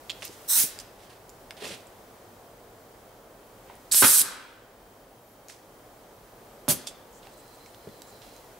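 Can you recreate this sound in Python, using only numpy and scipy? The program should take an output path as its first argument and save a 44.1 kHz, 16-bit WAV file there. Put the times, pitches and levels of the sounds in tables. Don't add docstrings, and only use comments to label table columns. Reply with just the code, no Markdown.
import sys
import numpy as np
from scipy import signal
from scipy.fft import rfft, irfft, next_fast_len
from scipy.io import wavfile
from scipy.ndimage import uniform_filter1d, map_coordinates

SR = 44100
rng = np.random.default_rng(int(sys.argv[2]) if len(sys.argv) > 2 else 0)


def unload_audio(sound):
    columns = np.transpose(np.atleast_2d(sound))
    steps = np.round(np.clip(columns, -1, 1) * 32767)
    wavfile.write(sys.argv[1], SR, steps.astype(np.int16))


def decibels_to_gain(level_db):
    exponent = np.asarray(level_db, float) / 20
    return 10 ** exponent


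N = 378995
T = np.arange(N) / SR


def rms1(x):
    return x / np.sqrt(np.mean(x ** 2))


def colour(x, table):
    hz, db = np.transpose(table)[:2]
    size = next_fast_len(x.shape[-1])
    f = np.log(np.arange(size // 2 + 1) * SR / size + 1)
    gain = decibels_to_gain(np.interp(f, np.log(hz), db))
    return irfft(rfft(x, size) * gain, size)[..., :x.shape[-1]]


def band(x, lo_hz, hi_hz, order=3):
    sos = signal.butter(order, [lo_hz, min(hi_hz, 20000)], "band", fs=SR, output="sos")
    return signal.sosfilt(sos, x)


def high(x, hz):
    return signal.sosfilt(signal.butter(2, hz, "high", fs=SR, output="sos"), x)


def hiss(count, like=.8):
    mid, side = rng.standard_normal((2, count))
    like = np.clip(like, 0, .99)
    return np.sqrt((1 + like) / 2) * mid + np.sqrt((1 - like) / 2) * side * np.array([[1], [-1]])


def flicker(count, rate, depth_db):
    k = int(SR / rate)
    held = np.repeat(rng.standard_normal(count // k + 1), k)
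    return decibels_to_gain(depth_db * uniform_filter1d(held, k)[:count])


def fall(t, t60):
    return np.exp(-np.log(1000) * t / t60)


def ring(hz, t60):
    t = T[:int(min(t60, .6) * SR) + 8]
    return np.sin(2 * np.pi * hz * t) * fall(t, t60)


def swell(start, rise, hold, t60):
    rise, t60 = max(rise, .001), max(t60, .005)
    t = T[:min(int((rise + hold + t60) * SR), N - int(start * SR))]
    opening = np.sin(np.pi / 2 * np.clip(t / rise, 0, 1)) ** 2
    return t, opening * decibels_to_gain(-60 * np.clip(t - rise - hold, 0, None) / t60)


def add(out, s, x, pan_db=-4.0):
    i = int(s * SR)
    out[:, i:i + x.shape[-1]] += x * decibels_to_gain(np.array([[pan_db], [-pan_db]]) / 2)


def background():
    # frequency in Hz, level in dB per Hz.
    traffic = [(12, -37), (28, -2), (43, 0.5), (74, -10.5), (107, -0.5), (146, -7), (248, -4.5), (328, -4),
               (459, -1), (698, -2.5), (1330, -11), (2910, -22.5), (3160, -22), (8650, -24.5), (16000, -25)]
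    # frequency in Hz, likeness of left and right 0-1.
    alike = [(60, 1), (130, 0.97), (290, 0.95), (640, 0.87), (1410, 0.35), (3100, 0.43), (6820, 0.34),
             (15000, 0.77)]
    # time in seconds, level in dB.
    breeze = [(0, 3.5), (.6, 9.5), (.9, 0.5), (2, 1), (3.3, -0.5), (3.9, 2.5), (4.6, -0.5), (5.3, 1),
              (6, 1), (7.1, 0), (7.5, 3.5), (8.59, 3)]
    level_db, recover_db, recover_tau_s, shot_end_s = -55.5, -5, 0.61, 4.22
    hz, like = np.transpose(alike)
    like = np.clip(like, 0, .99)
    mid, side = colour(rng.standard_normal((2, N)), traffic)
    mid = colour(mid, np.c_[hz, 10 * np.log10(1 + like)])
    side = colour(side, np.c_[hz, 10 * np.log10(1 - like)])
    x = np.array([mid + side, mid - side]) / np.std(band(mid, 508, 980))
    x = x + (decibels_to_gain(np.interp(T, *np.transpose(breeze))) - 1) * band(x, 2197, 17000, order=1)
    dip_db = recover_db * (T > shot_end_s) * np.exp(-np.abs(T - shot_end_s) / recover_tau_s)
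    return x * decibels_to_gain(level_db + dip_db) * flicker(N, rate=3.152, depth_db=0.7)


def whine(out):
    add(out, 0, decibels_to_gain(-77.0) * rms1(band(hiss(N, like=0.428), 3080, 3160, order=1)), pan_db=-9.0)
    add(out, 0, decibels_to_gain(-73.5) * rms1(band(hiss(N, like=1.0), 15500, 15700, order=1)), pan_db=-2.5)


def clicks(out):
    # start in seconds, peak in dB, ring in Hz, left minus right in dB.
    latch = [
        (0.096, -24, 3500, -9),
        (0.0971, -29, 2530, -3),
        (.101, -19.5, 3340, -8),
        (0.1064, -22, 3450, -4),
        (.118, -33, 4200, -3),
    ]
    bodies = [
        (0.2222, -28.5, 2590, -9),
        (5.499, -35.5, 1880, -2.5),
        (1.5087, -38, 1100, -5),
    ]
    fittings = [(0.223, -40, 6100, -7), (0.279, -33, 5000, -5), (.228, -30, 2800, -5),
                (.242, -33, 5200, -4), (0.789, -27, 4900, -9), (0.8, -31, 5140, 1), (1.294, -39, 7100, -11),
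                (1.3004, -42, 7460, -2), (1.654, -24.5, 2720, -3), (3.7, -45, 1710, -1.1),
                (5.4844, -34, 6750, 3), (6.8678, -36, 5500, -7), (6.8716, -30, 5000, -5)]
    ticks = [
        (0.2518, -28, 13600, 0),
        (.252, -30, 14800, 0),
        (0.4174, -49, 9890, -0.6),
        (1.8703, -44, 8100, -7),
        (3.754, -43.5, 9970, 1.1),
        (7.4794, -46, 8140, -0.6),
    ]
    snaps = [
        (6.6814, -23, 5500, -11),
        (4.216, -10.5, 10000, -2),
        (3.941, -16, 4460, -1),
        (3.946, -7, 5500, -1),
        (3.9459, -16.5, 1500, -1),
        (4.0245, -11, 3200, 0.1),
        (4.0426, -10.5, 3220, 0),
        (4.082, -13, 5100, 1.5),
    ]
    faint = [(7.231, -48, 2920, -5), (7.2705, -37, 2800, -6), (7.6612, -35.5, 2240, -4.5),
             (7.7458, -40, 3600, -7), (7.8892, -43, 3500, -2.5), (8.0196, -33.5, 7800, -7),
             (8.0196, -34.5, 3900, -7), (8.219, -41, 3700, -5), (8.3639, -40, 6550, -5),
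             (8.29, -48, 6000, -4), (1.65, -31, 3000, -3), (1.667, -30, 2400, -3), (1.74, -33, 3000, -3),
             (1.72, -30.5, 2200, -3), (1.805, -47, 5000, -5), (1.5682, -41, 3600, -3),
             (1.5078, -27.5, 2160, -5), (1.5078, -34, 5000, -3)]
    catch = [(6.871, -32, 3510, -6), (6.8712, -37, 4760, -4), (6.8712, -37, 6000, -7),
             (6.8712, -33, 7025, -4), (6.8712, -37, 9300, -4), (6.8965, -48, 3420, -4),
             (6.8965, -42, 8330, -4), (0.098, -35, 7150, -7), (.0975, -43, 8400, -7),
             (.0975, -44, 11500, -7), (.0975, -44, 4940, -7), (.1063, -34, 3445, -5)]
    # t60 in seconds, burst spread as pitch ratio, mode share 0-1.
    rings = [(0.01, 1.26, 0.78), (0.0065, 1.85, .6), (0.0093, 2.2, 0.74), (.01, 1.3, 0.74),
             (.003, 3.4, 0.72), (0.012, 2.2, 0.47), (0.046, 1.09, 0.66)]
    families = (latch, bodies, fittings, ticks, snaps, faint, catch)
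    for rows, (t60, spread, mode) in zip(families, rings):
        spread = max(spread, 1.05)
        for s, db, hz, pan_db in rows:
            x = ring(hz, t60)
            lo, hi = hz / spread ** 1.03, min(hz * spread, 15500)
            burst = rms1(band(rng.standard_normal(500 + SR // 8), lo, hi, order=2))[500:500 + len(x)]
            burst = burst * fall(T[:len(x)], t60)
            snap = band(signal.unit_impulse(len(x)), lo, hi, order=2)
            click = mode * x + 0.44 * burst + .5 * snap / snap.max()
            add(out, s, decibels_to_gain(db) * click, np.clip(pan_db, -7, 2))


def rubs(out):
    # peak in seconds, rise in seconds, fall t60 in seconds, level in dB, centre in Hz.
    strokes = [(.104, 0.0063, 0.11, -47, 2700), (.797, 0.0072, 0.097, -47.5, 4700),
               (1.575, .008, .6, -46.5, 2700), (6.878, 0.0045, .1, -60, 3300),
               (.218, 0.029, .03, -54, 4960), (.228, .008, 0.15, -42.5, 2800),
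               (.248, .025, 0.19, -43, 4300), (.33, .04, 0.32, -57, 4500), (1.028, .07, .5, -56, 3100),
               (1.106, 0.019, 0.25, -52, 2850), (1.652, .07, 0.43, -39.5, 2600),
               (1.7, .03, 0.2, -40.5, 3180), (1.68, .05, 0.4, -52, 7400), (1.745, .05, 0.088, -42, 2610),
               (3.702, 0.056, 0.51, -57, 1615), (5.5, .018, 0.24, -48.5, 3930),
               (6.873, 0.003, 0.1, -40, 4800), (6.875, 0.0043, .12, -56, 9000),
               (7.238, 0.027, 0.6, -55.5, 2800), (8.224, 0.019, 1, -55, 3200), (8.37, 0.11, .2, -64, 3500)]
    for s, rise, t60, db, hz in strokes:
        gate = swell(s - rise, rise, 0, t60)[1]
        tilt_db = 8 * np.log2(hz / 3000)
        low_db, top_db = -7 - tilt_db, -8.5 + tilt_db
        grit = hiss(len(gate), like=0.71)
        grit = grit * flicker(len(gate), rate=1500, depth_db=1.5) * flicker(len(gate), rate=150, depth_db=2.5)
        mix = rms1(band(grit, hz / 2.0, hz * 1.81, order=2))
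        mix = mix + decibels_to_gain(low_db) * rms1(band(grit, 300, 830, order=2))
        mix = mix + decibels_to_gain(top_db) * rms1(band(grit, 4270, 9870, order=2))
        add(out, s - rise, mix * decibels_to_gain(db) * gate)


def thud(out, s, db, hz, t60):
    add(out, s, decibels_to_gain(db) * (0.94 * ring(hz, t60) + 0.18 * ring(1.4 * hz, t60)), pan_db=-1.5)


def knocks(out):
    # start in seconds, peak in dB, ring in Hz, t60 in seconds.
    hits = [
        (1.667, -33, 486, 0.033),
        (1.705, -33.5, 564, 0.032),
        (0.295, -33.5, 366, 0.03),
        (1.622, -31, 441, 0.079),
        (3.699, -36.5, 963, 0.043),
        (7.269, -41.5, 796, 0.043),
        (7.8726, -28.5, 450, 0.028),
        (7.873, -40, 160, .12),
        (7.884, -38, 228, 0.061),
    ]
    for s, db, hz, t60 in hits:
        thud(out, s, db, hz, t60)


def jets(out):
    # valve opens in seconds, rise in seconds, hold in seconds, top hiss in dB, fall t60 in seconds.
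    openings = [
        (0.471, 0.044, .05, -21.5, 0.057),
        (0.546, 0.038, 0.048, -19.5, 0.16),
        (3.911, 0.011, 0.03, -22.5, .04),
        (3.94, .022, 0.254, -17, .03),
        (6.682, 0.006, 0.023, -21.5, 0.12),
    ]
    # middle hiss minus top in dB, barrel roar minus top in dB, pressure drift in dB/s.
    balance = [(-5, -20.5, 12), (-5.5, -18.5, -62), (-2, -17.5, -2), (-6, -22.5, -2), (-5, -13, 48)]
    # frequency in Hz, level in dB per Hz.
    fill_air = [(290, -44), (500, 4), (729, -15), (893, -15), (1130, -19), (1360, -16), (3920, -10),
                (4470, -8.5), (9770, 1.5), (14500, -3), (16000, 0)]
    shot_air = [(290, -55), (500, -7.5), (1090, -27.5), (1180, -24.5), (1690, -17.5), (2010, -21),
                (2890, -18.5), (6140, -9.5), (7300, -7), (8100, 0), (11200, -1), (12000, -1.5), (13400, -9),
                (14900, -11.5), (16000, -14)]
    vent_air = [(290, -40), (500, 9), (595, -2), (831, -11), (1180, -12.5), (1640, -15), (2500, -13),
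                (2930, -11.5), (8700, -5), (9920, -0.5), (16000, -11.5)]
    # centre in Hz, width in Hz, level in dB.
    nozzle = [(940, 99, -17), (1510, 1100, -13.5), (3920, 630, -11), (5820, 1300, -6.5), (7770, 800, -9),
              (8440, 1000, -3), (11000, 1200, -13), (12600, 400, -8), (14500, 1100, -10)]
    # start in seconds, level in dB, start in Hz, end in Hz, length in seconds.
    sputter = [
        (3.913, -24, 2980, 6450, 0.0067),
        (3.919, -22, 3000, 6500, 0.0078),
        (3.92, -15, 6100, 10400, 0.003),
        (3.925, -13.5, 5900, 11000, .004),
        (3.932, -21, 6160, 11000, 0.0039),
    ]
    duck_s, duck_db, duck_width_s = 4.036, -4, 0.011
    airs = (None, fill_air, shot_air, shot_air, vent_air)
    for (s, rise, hold, db, t60), (mid_db, low_db, drift_db), air in zip(openings, balance, airs):
        t, gain = swell(s, rise, hold, t60)
        duck = duck_db * np.exp(-((s + t - duck_s) / duck_width_s) ** 2)
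        gain = gain * decibels_to_gain(db + drift_db * np.clip(t - rise, 0, hold) + duck)
        x = hiss(len(t), like=0.61)
        if air is None:
            cavities = sum(decibels_to_gain(g) * rms1(band(x, f - w / 2, f + w / 2, order=2)) for f, w, g in nozzle)
            x = decibels_to_gain(7) * rms1(colour(x, fill_air)) + cavities
        else:
            x = colour(x, air)
        mix = rms1(band(x, 6370, 16500))
        mix = mix + decibels_to_gain(mid_db) * rms1(band(x, 2640, 7080))
        mix = mix + decibels_to_gain(low_db) * rms1(band(x, 884, 2840))
        mix[0] += 0.45 * band(mix[0], 11000, 17000, order=1)
        rough = flicker(len(t), rate=210, depth_db=0.84) * flicker(len(t), rate=45, depth_db=0.5)
        add(out, s, mix * gain * rough)
    for s, db, f0, f1, length in sputter:
        t = T[:int(length * SR)]
        add(out, s, decibels_to_gain(db) * np.hanning(len(t)) * signal.chirp(t, f0, length, f1))


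def buffet(out):
    # peak in seconds, rise in seconds, fall t60 in seconds, level in dB.
    gusts = [
        (.585, 0.027, 0.47, -48),
        (.652, 0.066, .07, -45),
        (1.1, 0.054, .08, -59),
        (1.64, 0.048, 0.45, -50),
        (1.738, 0.087, 0.13, -47),
        (4.032, .01, 0.18, -26),
        (4.216, .025, 0.35, -45),
        (6.692, 0.0038, 0.28, -31.5),
        (7.874, 0.0031, 0.12, -45),
    ]
    for s, rise, t60, db in gusts:
        gate = swell(s - rise, rise, 0, t60)[1]
        rumble = rms1(band(hiss(len(gate), like=0.99), 90, 390, order=2))
        add(out, s - rise, rumble * decibels_to_gain(db) * gate, pan_db=1.0)


def balloon(out):
    # start in seconds, peak in dB, shock length in seconds.
    pops = [
        (4.023, -10, 0.001),
        (4.027, -21, 0.00093),
        (4.0287, -18.5, 0.0005),
        (4.032, -17, 0.0005),
        (4.041, -12.5, 0.00064),
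        (4.045, -12, 0.0003),
        (4.048, -26, 0.0005),
    ]
    # frequency in Hz, level in dB, t60 in seconds.
    box = [(256.6, 5.5, 0.21), (921, -24, 0.15), (1196, 0, 5.0), (1270, -16.5, 0.43), (1486, -1, 0.44),
           (1554, 7.5, 0.057), (1730, -5, 0.32), (1847, -15.5, 0.29), (2134, 0.5, 0.22), (2530, -19, 5.0),
           (2526, -8.5, 0.15), (3040, -7, 0.37)]
    drum = np.zeros(SR // 2)
    for hz, db, t60 in box:
        x = ring(hz, min(t60, .07))
        drum[:len(x)] += decibels_to_gain(db) * x
    for s, db, length in pops:
        dip = np.bartlett(int(length * SR))
        add(out, s, decibels_to_gain(db) * np.r_[-dip, .45 * np.repeat(dip, 2)], pan_db=-4)
        add(out, s, decibels_to_gain(db - 19.5) * drum, pan_db=-6.5)
    rip_s = 4.0235
    gate = swell(rip_s, rise=.004, hold=.02, t60=0.15)[1]
    rip = hiss(len(gate), like=.5) * flicker(len(gate), rate=700, depth_db=3.5)
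    rip = rms1(band(rip, 980, 1800, order=1)) + decibels_to_gain(-5.0) * rms1(band(rip, 2000, 5200, order=1))
    add(out, rip_s, rip * decibels_to_gain(-22) * gate, pan_db=-6.0)
    gate = swell(rip_s, rise=0.006, hold=0, t60=.22)[1]
    rush = rms1(band(hiss(len(gate), like=1.0), 950, 1900, order=1))
    add(out, rip_s, rush * decibels_to_gain(-19.5) * gate)


def birds(out):
    # start in seconds, length in seconds, level in dB, pitch in Hz.
    chirps = [
        (5.2, .2, -68, 12800),
        (5.26, .12, -67, 11500),
        (7.122, 0.1, -60.5, 7060),
        (7.14, .06, -63, 8050),
        (7.315, .025, -62, 8050),
        (7.369, .05, -59, 8080),
        (7.528, .035, -60, 8200),
        (7.658, .04, -61, 7970),
        (8.066, .055, -57, 7430),
    ]
    sag_hz_per_s = 1470
    for s, length, db, hz in chirps:
        t, gate = swell(s, 0.0089, .6 * length, .05)
        rough = rms1(band(hiss(len(gate), like=0.42), 30, 420, order=1))
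        tone = np.sin(2 * np.pi * (hz - sag_hz_per_s * t / 2) * t)
        add(out, s, 1.3 * decibels_to_gain(db) * gate * rough * tone, pan_db=-3.0)


def hose(out):
    thump = (6.6812, -15.5, 0.00054)
    # start in seconds, peak in dB, ring in Hz, t60 in seconds.
    modes = [
        (6.684, -18.5, 250, 0.043),
        (6.688, -28.5, 596, 0.12),
        (6.69, -26, 151, 0.19),
        (6.69, -34, 85, .15),
    ]
    s, db, length = thump
    drop = np.linspace(1, -.2, int(length * SR))
    pulse = np.r_[np.linspace(0, 1, 9), drop, -.2 * np.exp(-T[:200] / .0012)]
    add(out, s, decibels_to_gain(db) * pulse, pan_db=-13.0)
    for s, db, hz, t60 in modes:
        thud(out, s, db, hz, t60)


def insect(out):
    start_s = 7.22
    gate = swell(start_s, rise=0.2, hold=0.97, t60=.2)[1]
    trill = hiss(len(gate), like=0.81)
    trill = rms1(band(trill, 3990, 4220, order=2)) + decibels_to_gain(-4.0) * rms1(band(trill, 4440, 5140, order=2))
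    add(out, start_s, trill * decibels_to_gain(-66.5) * gate * flicker(len(gate), rate=29, depth_db=3.0), pan_db=-5.5)


def echoes(x):
    # centre in Hz, level in dB, t60 in seconds.
    wood = [(120, -35, 1.1), (250, -21, 0.747), (498, -12.5, 0.97), (890, -17.5, 1.1), (1495, -12, 0.98),
            (2400, -16, 1.02), (3730, -13.5, 0.54), (5660, -15.5, 0.34), (8540, -19, 0.3),
            (11500, -24, .27), (14500, -21.5, .22)]
    yard_db, yard_t60_s = -8.5, 0.078
    sway_s, sway_per_s = .0004, 25
    t = T[:SR]
    tail = rms1(hiss(SR, like=0.42)) * fall(t, yard_t60_s) * (t > .004)
    tail = tail * decibels_to_gain(yard_db) / np.sqrt(np.sum(tail ** 2) / 2)
    for hz, db, t60 in wood:
        part = band(hiss(SR, like=0.53), hz / 1.54, hz * 1.45, order=2)
        part = part * fall(t, t60) * np.clip(t / 0.021, 0, 1)
        tail = tail + decibels_to_gain(db) * part / np.sqrt(t60 * SR / 14)
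    sway = sway_s * SR * np.log(flicker(N, rate=sway_per_s, depth_db=8.686))
    wet = signal.fftconvolve(x.mean(0)[None], tail, axes=1)[:, :N]
    return np.array([map_coordinates(y, [np.arange(N) + sway], mode="mirror") for y in wet])


def scene():
    near, far = np.zeros((2, 2, N))
    back = background()
    for source in (clicks, rubs, knocks, jets, buffet, balloon, hose):
        source(near)
    for source in (whine, birds, insect):
        source(far)
    near = high(near, 85)
    limit = 0.08
    squeeze = 1 + signal.lfilter([.0008], [1, -.9992], np.abs(near).mean(0)) / limit
    return near + far + (echoes(near * squeeze) + back) / squeeze


def roll_off(x):
    return signal.sosfilt(signal.butter(12, 16810, fs=SR, output="sos"), x)


def record(dry):
    x = np.tanh(1.1 * high(dry, 30)) / 1.1
    x = signal.sosfilt(signal.ellip(10, .3, 70, 15690, fs=SR, output="sos"), x)
    return roll_off(x)


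dry = scene()
out = record(dry)
unload_audio(out)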